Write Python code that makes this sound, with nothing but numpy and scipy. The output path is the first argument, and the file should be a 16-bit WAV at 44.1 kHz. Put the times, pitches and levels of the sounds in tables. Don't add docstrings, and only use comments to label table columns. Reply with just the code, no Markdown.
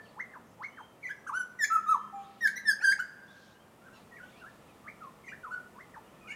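import sys
import numpy as np
from scipy import signal
from scipy.fft import rfft, irfft, next_fast_len
from scipy.io import wavfile
from scipy.ndimage import uniform_filter1d, map_coordinates

SR = 44100
rng = np.random.default_rng(int(sys.argv[2]) if len(sys.argv) > 2 else 0)


def gain_from_db(level_db):
    decades = np.asarray(level_db, float) / 20
    return 10 ** decades


def master(y):
    cut = np.clip(np.atleast_2d(y).T, -1, 1)
    pcm = np.round(cut * 32767)
    wavfile.write(sys.argv[1], SR, pcm.astype(np.int16))


N = 280035
EARLY_S = 0.1


def unit(x):
    return x / np.sqrt(np.mean(x ** 2) + 1e-20)


def along(points, hz):
    f, v = np.transpose(points)
    return np.interp(np.log(hz + 1), np.log(f + 1), v)


def curves(rows, t):
    s, *columns = np.transpose(rows)
    return [np.interp(t, s, column) for column in columns]


def wobble(rate, size):
    knots = rng.standard_normal(size=512)
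    return map_coordinates(knots, [np.arange(size) * rate / SR], mode="wrap")


def noise(gain):
    m = next_fast_len(N)
    spectrum = rfft(rng.standard_normal(m)) * gain(np.fft.rfftfreq(m, 1 / SR))
    return unit(irfft(spectrum, m)[:N])


def shaped(shape, calls):
    notes = []
    for s, length, from_hz, to_hz, db in calls:
        notes.append([(s + u * length, from_hz + glide * (to_hz - from_hz), db + under_db)
                      for u, glide, under_db in shape])
    return notes


# frequency in Hz, level in dB per Hz.
TRAFFIC = [(15, -60), (25, -0.5), (236, -1), (300, -6.5), (345, -4), (381, -6), (485, -5), (1400, -11),
           (1610, -22.5), (1750, -14), (3000, -37.5), (3900, -45), (6600, -120)]
# frequency in Hz, level in dB per Hz.
LEAVES = [(1180, -25), (2000, -5.5), (2370, -4), (2840, -5), (3620, -8.5), (3970, -11), (6100, -12),
          (8390, -11.5), (15600, -17)]
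# time in seconds, level in dB.
DRONE = [(0, -74.5), (1.5, -61.5), (2.03, -47.5), (2.87, -50), (3.1, -56), (4.9, -61.5), (5.9, -59.5),
         (6.35, -52.5)]


def background():
    t = np.arange(N) / SR
    move_s, move_takes_s = 3.63, 0.35

    def placed(tree_db, bath_db):
        return np.interp(t, [move_s, move_s + move_takes_s], [tree_db, bath_db])

    def low(f):
        return 1 / (1 + (f / 90) ** 4)

    rumble_db = placed(-84, -76.5) + 4.5 + 1.1 * wobble(3.1, N)
    rumble = gain_from_db(rumble_db) * noise(lambda f: gain_from_db(along(TRAFFIC, f)) * low(f))
    departing_db = 3.5 * np.exp(-t / 1.0)
    traffic_db = placed(-62, -59) + departing_db + 2.0 + 0.12 * wobble(2.5, N)
    traffic = gain_from_db(traffic_db) * noise(lambda f: gain_from_db(along(TRAFFIC, f)) * (1 - low(f)))
    leaves = gain_from_db(placed(-70, -67.5)) * noise(lambda f: gain_from_db(along(LEAVES, f)))
    drone_hz = 205.5 * (1 + 0.012 * wobble(14, N))
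    turns = np.cumsum(drone_hz) / SR
    drone_db = curves(DRONE, t)[0] - 12.5 + 2.2 * wobble(9, N)
    drone = gain_from_db(drone_db) * np.sin(2 * np.pi * turns)
    return rumble + traffic + leaves + drone


# start in seconds, length in seconds, centre in Hz, width in Hz, level in dB.
CHATTER = [(0, 0.18, 3520, 2500, -72), (2.18, 0.32, 3080, 2590, -68), (3.258, 0.32, 4570, 3540, -69.5),
           (3.946, 0.094, 3380, 2500, -66.5), (4.197, 0.49, 3320, 2500, -73.5),
           (4.36, .06, 4400, 1200, -72), (4.59, 0.22, 3040, 2000, -73.5), (5.025, .03, 3300, 2500, -70),
           (6.003, 0.28, 2650, 1470, -74), (6.264, 0.15, 4430, 4000, -70)]


def chatter():
    t, out = np.arange(N) / SR, np.zeros(N)
    for s, length, centre_hz, width_hz, db in CHATTER:
        progress = np.clip((t - s) / length, 0, 1)
        swell = np.sqrt(np.sin(np.pi * progress).clip(0))
        band = noise(lambda f: np.exp(-2 * ((f - centre_hz) / width_hz) ** 2))
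        out += gain_from_db(db + 0.53 * wobble(40, N)) * swell * band
    return out


# frequency in Hz, gain in dB.
THROAT = [(1500, 20.5), (3000, -2.5), (4500, -9), (5200, -6.5), (6500, -1.5), (8000, -12.5), (9500, -14),
          (11000, -17), (13000, -12.5), (16000, -31)]


def whistle(out, rows, voice, waver, count, steady=0, sheen_db=0, shake_db=2.1, shaping=None, opening=1):
    first = round((rows[0][0] + EARLY_S) * SR)
    size = round((rows[-1][0] - rows[0][0]) * SR)
    t = rows[0][0] + np.arange(size) / SR
    hz, level_db = curves(rows, t)
    overtone_db, even_db, beak_hz, lift_db, tilt_db = voice

    effort_db = uniform_filter1d(level_db, size=round(.02 * SR), mode="nearest") if steady else level_db
    bright_db = overtone_db + steady * (level_db.max() - effort_db) + effort_db - level_db
    bright_db = bright_db + 42 * np.log2(hz / 1450).clip(None, 0)
    bands = []
    if shaping:
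        bands = [shaping[:2], shaping[2:4], (15600, shaping[5])]
        bright_db = bright_db + shaping[4] * np.linspace(-.5, .5, size)

    hz = uniform_filter1d(hz, size=150, mode="nearest") * (1 + waver * wobble(151, size))
    phase = 2 * np.pi * np.cumsum(hz) / SR
    tone = gain_from_db(shake_db * wobble(102.5, size)) * np.sin(phase)
    opening_db = -2.5 * opening * np.exp((t[0] - t) / .014)
    for k in range(2, count + 1):
        over_hz = k * hz
        beak_db = lift_db * np.cos(2 * np.pi * over_hz / beak_hz) + tilt_db * np.log2(over_hz / 5000)
        gain_db = bright_db + along(THROAT, over_hz) + beak_db + even_db * (1 - k % 2)
        gain_db += k * opening_db + sheen_db * np.exp(-((over_hz - 14000) / 2500) ** 2)
        for band_hz, db in bands:
            gain_db += db * np.exp(-((over_hz - band_hz) / 570) ** 2)
        breath = 1 + gain_from_db(-23) * np.sqrt(k) * wobble(1500, size)
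        strength = gain_from_db(gain_db + 4.5 * wobble(60, size)) * breath
        tone += strength * (over_hz < SR / 2) * np.sin(k * phase)
    edge = np.clip(np.minimum(t - t[0], t[-1] - t) / .003, 0, 1)
    laid = out.copy()
    laid[first:first + size] += np.sqrt(2) * gain_from_db(level_db) * edge * tone
    return laid


# part of the length from 0 to 1, part of the glide from 0 to 1, level against the peak in dB.
SWELL = [(0, 0.015, -7), (.3, .3, -2.5), (.7, .7, -2.5), (1, 0.94, -1.5)]
RISE = [(0, 0.012, -15), (.15, 0, -12), (.3, .09, -8.5), (.47, .32, -2), (.62, .76, 0.5), (.8, 0.98, 0.5),
        (1, 0.98, -15)]
FALL = [(0, 0, -16), (.12, 0.031, -4), (.43, 0.58, -3.5), (.65, .87, -4), (1, 1, -3.5)]
HOLD = [(0, 0.019, -9), (.18, .9, -3), (.26, 0.99, -4), (.52, .9, 4), (.64, 0.876, -9), (.85, 0.9, -9),
        (1, 0.64, -4.5)]
# start in seconds, length in seconds, first pitch in Hz, last pitch in Hz, peak in dB.
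MUTTERS = [(-.06, 0.062, 1797, 1740, -48), (3.805, 0.078, 1355, 1530, -65),
           (3.849, 0.045, 1697, 1350, -58.5), (3.895, 0.054, 1380, 1656, -62),
           (4.11, 0.067, 1840, 1990, -52), (4.199, 0.045, 1477, 1500, -46),
           (4.409, 0.043, 1572, 1277, -52.5), (4.445, 0.047, 1350, 1884, -54.5),
           (4.84, 0.042, 1176, 1212, -49.5), (5.755, 0.038, 896, 1163, -47.5),
           (5.316, 0.026, 1325, 2010, -46.5), (6.241, .11, 1160, 1906, -53.5)]
RISES = [
    (0.162, 0.062, 813, 2150, -42.5),
    (0.593, 0.07, 854, 2276, -39.5),
    (4.853, 0.051, 1355, 2384, -49),
    (5.752, 0.078, 874, 2130, -54),
]
FALLS = [(0.333, 0.047, 1800, 876, -46), (.768, 0.05, 1896, 874, -42.5), (4.162, 0.042, 2393, 1530, -51),
         (5.005, 0.082, 1386, 1033, -46.5), (5.431, 0.06, 1524, 1010, -43.5),
         (5.938, 0.046, 1946, 825, -46.5)]
SCOLDS = [
    (5.237, 0.065, 2210, 1970, -52.5),
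    (5.281, .018, 2010, 2640, -43),
    (6.272, 0.0356, 2334, 2170, -45.5),
    (6.302, 0.0246, 2140, 2590, -44),
]
HOLDS = [
    (5.507, 0.077, 1247, 1485, -35),
]
# overtones in dB, even overtones in dB, beak resonance spacing in Hz,
# beak lift in dB, tilt in dB per octave.
HOLD_VOICE = (-37, -1, 8600, 0, -3)


def soft_notes():
    soft = np.zeros(N + SR)
    for shape, calls, overtone_db in [(RISE, RISES, -30), (FALL, FALLS, -37), (SWELL, MUTTERS, -31)]:
        for rows in shaped(shape, calls):
            voice = (overtone_db, 1.5, 5000, 2.5, -3)
            soft = whistle(soft, rows, voice, waver=0.016, count=3, shake_db=3.0)
    for rows in shaped(HOLD, HOLDS):
        soft = whistle(soft, rows, HOLD_VOICE, waver=0.004, count=6, shake_db=.5,
                       shaping=(8500, 16, 6200, -14, -16, 0), opening=0)
    for rows in shaped(SWELL, SCOLDS):
        soft = whistle(soft, rows, (-22, 8, 7000, 3, 1.5), waver=0.0386, count=4, shake_db=4.0)
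    return soft


# part of the length from 0 to 1, part of the glide from 0 to 1, level against the peak in dB.
ARCH = [(0, 0, -9), (.28, .85, -2), (.5, 1, 4), (.75, .7, -12.5), (1, .6, -19)]
# start in seconds, length in seconds,
# first pitch in Hz, last pitch in Hz, peak in dB.
FAR_BIRDS = [(0.018, 0.082, 4580, 4420, -70), (0.052, 0.018, 3370, 2580, -63),
             (1.958, 0.15, 3090, 3170, -71), (2.132, 0.071, 7320, 6970, -76),
             (3.278, 0.038, 3340, 3850, -63.5), (3.299, 0.026, 3705, 3344, -65.5),
             (3.543, 0.036, 2810, 3000, -72), (3.595, 0.035, 3110, 3205, -68),
             (3.796, .025, 2750, 2760, -76), (4.325, 0.092, 2130, 2890, -64.5),
             (5.29, 0.014, 4700, 5200, -75), (4.677, 0.043, 2670, 2300, -67),
             (6.039, 0.076, 2820, 3110, -72), (6.208, 0.041, 2480, 2474, -60),
             (6.273, 0.045, 2925, 2610, -54.5), (6.307, 0.021, 2730, 2900, -50.5),
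             (5.287, 0.0254, 2930, 2720, -58)]
LONG_CALLS = [
    (.69, .3, 2900, 3190, -67),
    (.63, .12, 5950, 6100, -77),
    (1.13, .13, 5900, 5850, -79),
]
RASPS = [(0.453, 0.078, 6430, 5650, -75), (4.885, 0.028, 4700, 4800, -76), (2.182, 0.081, 2727, 3544, -69),
         (3.322, 0.21, 3600, 3550, -71), (4.211, 0.14, 2905, 3670, -68.5), (4.3, 0.12, 4200, 4550, -78),
         (4.32, 0.11, 2230, 2845, -70), (5.028, 0.018, 2370, 2220, -65), (6.27, 0.039, 7160, 6630, -80),
         (6.291, 0.037, 7070, 7400, -64)]
CROAK = [
    (3.93, 0.019, 1294, 1436, -70),
    (3.948, 0.026, 1417, 1274, -68),
    (4.0, .02, 1140, 1210, -86),
]
# overtones in dB, even overtones in dB, beak resonance spacing in Hz,
# beak lift in dB, tilt in dB per octave.
CROAK_VOICE = (8.5, 0, 5000, 1, -8.5)


def far_birds():
    calls = np.zeros(N + SR)
    for rows in shaped(SWELL, FAR_BIRDS) + shaped(ARCH, LONG_CALLS):
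        calls = whistle(calls, rows, (-32, 6, 6000, 7, -2), waver=0.0081, count=2)
    for rows in shaped(SWELL, CROAK):
        calls = whistle(calls, rows, CROAK_VOICE, waver=0.012, count=6)
    for rows in shaped(SWELL, RASPS):
        calls = whistle(calls, rows, (-8, 0, 6000, 0, 0), waver=.14, count=2)
    return calls


# time in seconds, pitch in Hz, level in dB.
WARBLES = [
    [(1.022, 1915, -69), (1.032, 2340, -46), (1.05, 2020, -40), (1.066, 1965, -38), (1.076, 2428, -45),
     (1.087, 2010, -44), (1.096, 1454, -46), (1.112, 1680, -34), (1.126, 1780, -61)],
    [(1.264, 1074, -44.5), (1.276, 1646, -39.5), (1.29, 1312, -44), (1.299, 1120, -30), (1.306, 953, -46),
     (1.32, 830, -44)],
    [(1.318, 852, -40), (1.33, 1165, -37.5), (1.342, 1380, -33), (1.358, 1476, -33.5), (1.378, 1528, -31),
     (1.39, 1521, -36.5), (1.408, 1481, -32), (1.424, 1471, -33.5), (1.439, 1470, -78)],
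]
DROPS_SUNG = [
    [(1.588, 1942, -45), (1.6, 1929, -33), (1.608, 1845, -32), (1.618, 1783, -27.5), (1.632, 1765, -25.5),
     (1.642, 1696, -26.5), (1.65, 1700, -41)],
    [(2.407, 1887, -43), (2.42, 1888, -36.5), (2.436, 1840, -30), (2.45, 1746, -23.5), (2.458, 1708, -21.5),
     (2.466, 1590, -23.5), (2.475, 1581, -29.5), (2.484, 1550, -40)],
    [(2.651, 1867, -41), (2.661, 1808, -35), (2.678, 1759, -27.5), (2.692, 1719, -20.5), (2.7, 1667, -23),
     (2.706, 1635, -30), (2.713, 1592, -24.5), (2.723, 1565, -35.5)],
]
PIPES = [
    [(1.7, 1320, -37), (1.716, 1308, -29.5), (1.728, 1339, -26.5), (1.742, 1340, -23.5), (1.755, 1302, -30),
     (1.767, 1277, -25), (1.778, 1265, -34.5), (1.786, 1285, -25), (1.804, 1250, -45)],
    [(1.862, 1236, -39), (1.874, 1233, -32.5), (1.883, 1238, -33), (1.897, 1306, -23.5), (1.907, 1316, -29),
     (1.928, 1266, -21), (1.937, 1210, -31), (1.947, 1139, -22.5), (1.967, 840, -37.5)],
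    [(2.125, 790, -52), (2.145, 797, -40), (2.222, 789, -40), (2.24, 792, -49), (2.3, 790, -51),
     (2.4, 790, -62)],
    [(2.82, 1394, -40.5), (2.839, 1548, -30), (2.845, 1690, -20.5), (2.852, 1581, -21.5),
     (2.869, 1580, -29), (2.88, 1562, -22), (2.9, 1591, -24.5), (2.916, 1586, -22), (2.925, 1680, -17)],
]
# part of the length from 0 to 1, part of the glide from 0 to 1, level against the peak in dB.
FLICK = [(0, 0, 10), (.45, 0.94, 2.5), (1, 1, -5.5)]
PIP = [(0, 0.11, -13), (.33, 0.68, -2), (.66, .85, 1.5), (1, 0.96, -19)]
GRUNT = [(0, 0, -23), (.5, 0.56, -18.5), (1, 1, -7.5)]
# start in seconds, length in seconds, first pitch in Hz, last pitch in Hz, peak in dB.
FLICKS = [
    (1.64, 0.02, 1750, 2370, -38.5),
    (2.471, 0.018, 1568, 2245, -42),
    (2.576, 0.0086, 1870, 2110, -39),
    (2.921, 0.015, 1634, 2213, -39.5),
]
PIPS = [
    (2.557, 0.025, 1903, 1984, -40),
    (2.989, 0.0292, 1250, 1550, -29.5),
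]
GRUNTS = [
    (2.799, 0.0244, 686, 940, -39.5),
    (2.973, 0.0154, 724, 900, -39),
]
# overtones at the peak in dB, even overtones in dB, beak resonance spacing in Hz,
# beak lift in dB, tilt in dB per octave.
VOICES = [(-23, 0, 4900, 2.5, 0.5), (-27.5, 9, 7600, 6, 2.5), (-26, 1.5, 3400, 3, 4),
          (-13.5, -4, 6450, 7, -3), (-28.5, 0, 9300, 5.5, 4), (-22, -8, 6300, -4, 5.5),
          (-12, -4, 4700, -4, 3.5), (-22, -5.5, 5280, 8, -4), (-5.5, -2.5, 4800, 5, 4.5),
          (-17, -5.5, 4710, 7, 0.5), (14, 6, 2400, 10, -5), (-21, -4.5, 4740, 7, 1), (12, 4.5, 2770, 4, -3),
          (-22, 1, 7700, -4.5, 5.5)]
FLICK_VOICE = (-10.5, 4.5, 5494, 1.5, 3)
# first band in Hz, its gain in dB, second band in Hz, its gain in dB, brightening over the note in dB.
THROAT_SHAPES = [(8350, -10, 4700, -2.5, -4), (12500, -4, 10200, 12, 0), (11900, -15, 10500, 11.5, -2),
                 (12300, -14, 10840, 8.5, 9.5), (7850, -7, 6900, 6, -16.5), (11500, -9, 7100, -2, -6),
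                 (4060, 2, 2400, 4, -7), (15300, -15, 12700, 3, -4.5), (8100, -15, 12000, -15, -1),
                 (14600, -14, 13400, 2, 11), (10500, -7, 7400, 8, -13), (14300, -16, 5320, 3.5, 0),
                 (6000, -10, 3200, -1, 0), (13440, 5, 8600, 4, -15), (6300, 11, 9000, -8, 6),
                 (6700, 1, 9940, 17, -16), (8300, -13, 10200, 5, 2), (12930, -9, 8000, 8, -6)]
SHEEN_DB = [0, 2, -13, 0, 0, -2, -2, 15, 0, -3, 4, -6, -7, -5, -4]
TOP_DB = [1, 0, -4, 10, 3, -3, 0, 0, 2, -2, 0, 14, 0, 0, 1]


def piping():
    loud = np.zeros(N + SR)
    notes = sorted(WARBLES + PIPES + DROPS_SUNG + shaped(PIP, PIPS) + shaped(GRUNT, GRUNTS))
    flicks = shaped(FLICK, FLICKS)

    def repeat_last(table):
        return table + table[-1:] * len(flicks)

    settings = zip(notes + flicks, repeat_last(VOICES + [FLICK_VOICE]), repeat_last(SHEEN_DB),
                   repeat_last(TOP_DB), THROAT_SHAPES)
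    for rows, voice, sheen_db, top_db, shaping in settings:
        loud = whistle(loud, rows, voice, waver=0.002, count=14, steady=.4, sheen_db=sheen_db,
                       shake_db=.5, shaping=(*shaping, top_db))
    return loud


# frequency in Hz, time to fall by 60 dB in seconds.
GARDEN = [(700, 1), (1500, 1.45), (3000, .8), (5000, .8), (8000, .6), (13000, .45)]


def scatter(speed, onset, treble_db):
    hz, t, z = signal.stft(rng.standard_normal(SR), SR, nperseg=256)
    twigs = gain_from_db(treble_db * np.clip(np.log2(hz / 1600 + 1e-3), -1, 2))[:, None]
    decay = gain_from_db(-60 * speed * t / along(GARDEN, hz)[:, None])
    tail = signal.istft(z * decay * twigs, SR, nperseg=256)[1][:SR]
    tail = tail * np.clip(np.arange(SR) / SR / onset, 0, 1)
    return tail / np.linalg.norm(tail)


# delay in seconds, level in dB.
WALLS = [(.007, -9.5), (.016, -6), (.125, -22.5)]


def garden(x, wall_db, near_db, tail_db):
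    branches = scatter(speed=3.5, onset=.003, treble_db=4)
    houses = scatter(speed=1.0, onset=0.017, treble_db=3.0)
    reply = gain_from_db(near_db) * branches + gain_from_db(tail_db) * houses
    reply[0] = 1
    for s, db in WALLS:
        reply[round(s * SR)] += gain_from_db(db + wall_db)
    return signal.fftconvolve(x, reply)[round(EARLY_S * SR):][:N]


def scene():
    turned_away = garden(soft_notes(), wall_db=-1.5, near_db=-3.5, tail_db=-26.0)
    far = garden(far_birds(), wall_db=2.0, near_db=-35, tail_db=-9.0)
    near = garden(piping(), wall_db=-5.0, near_db=-5.0, tail_db=-16)
    return (background() + chatter() + turned_away + far + near)[None]


def roll_off(x):
    return signal.sosfilt(signal.butter(12, 15710, fs=SR, output="sos"), x)


def record(dry):
    steep = signal.butter(2, 45, "high", fs=SR, output="sos")
    mix = signal.sosfilt(steep, dry)
    return roll_off(mix)


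dry = scene()
out = record(dry)
master(out)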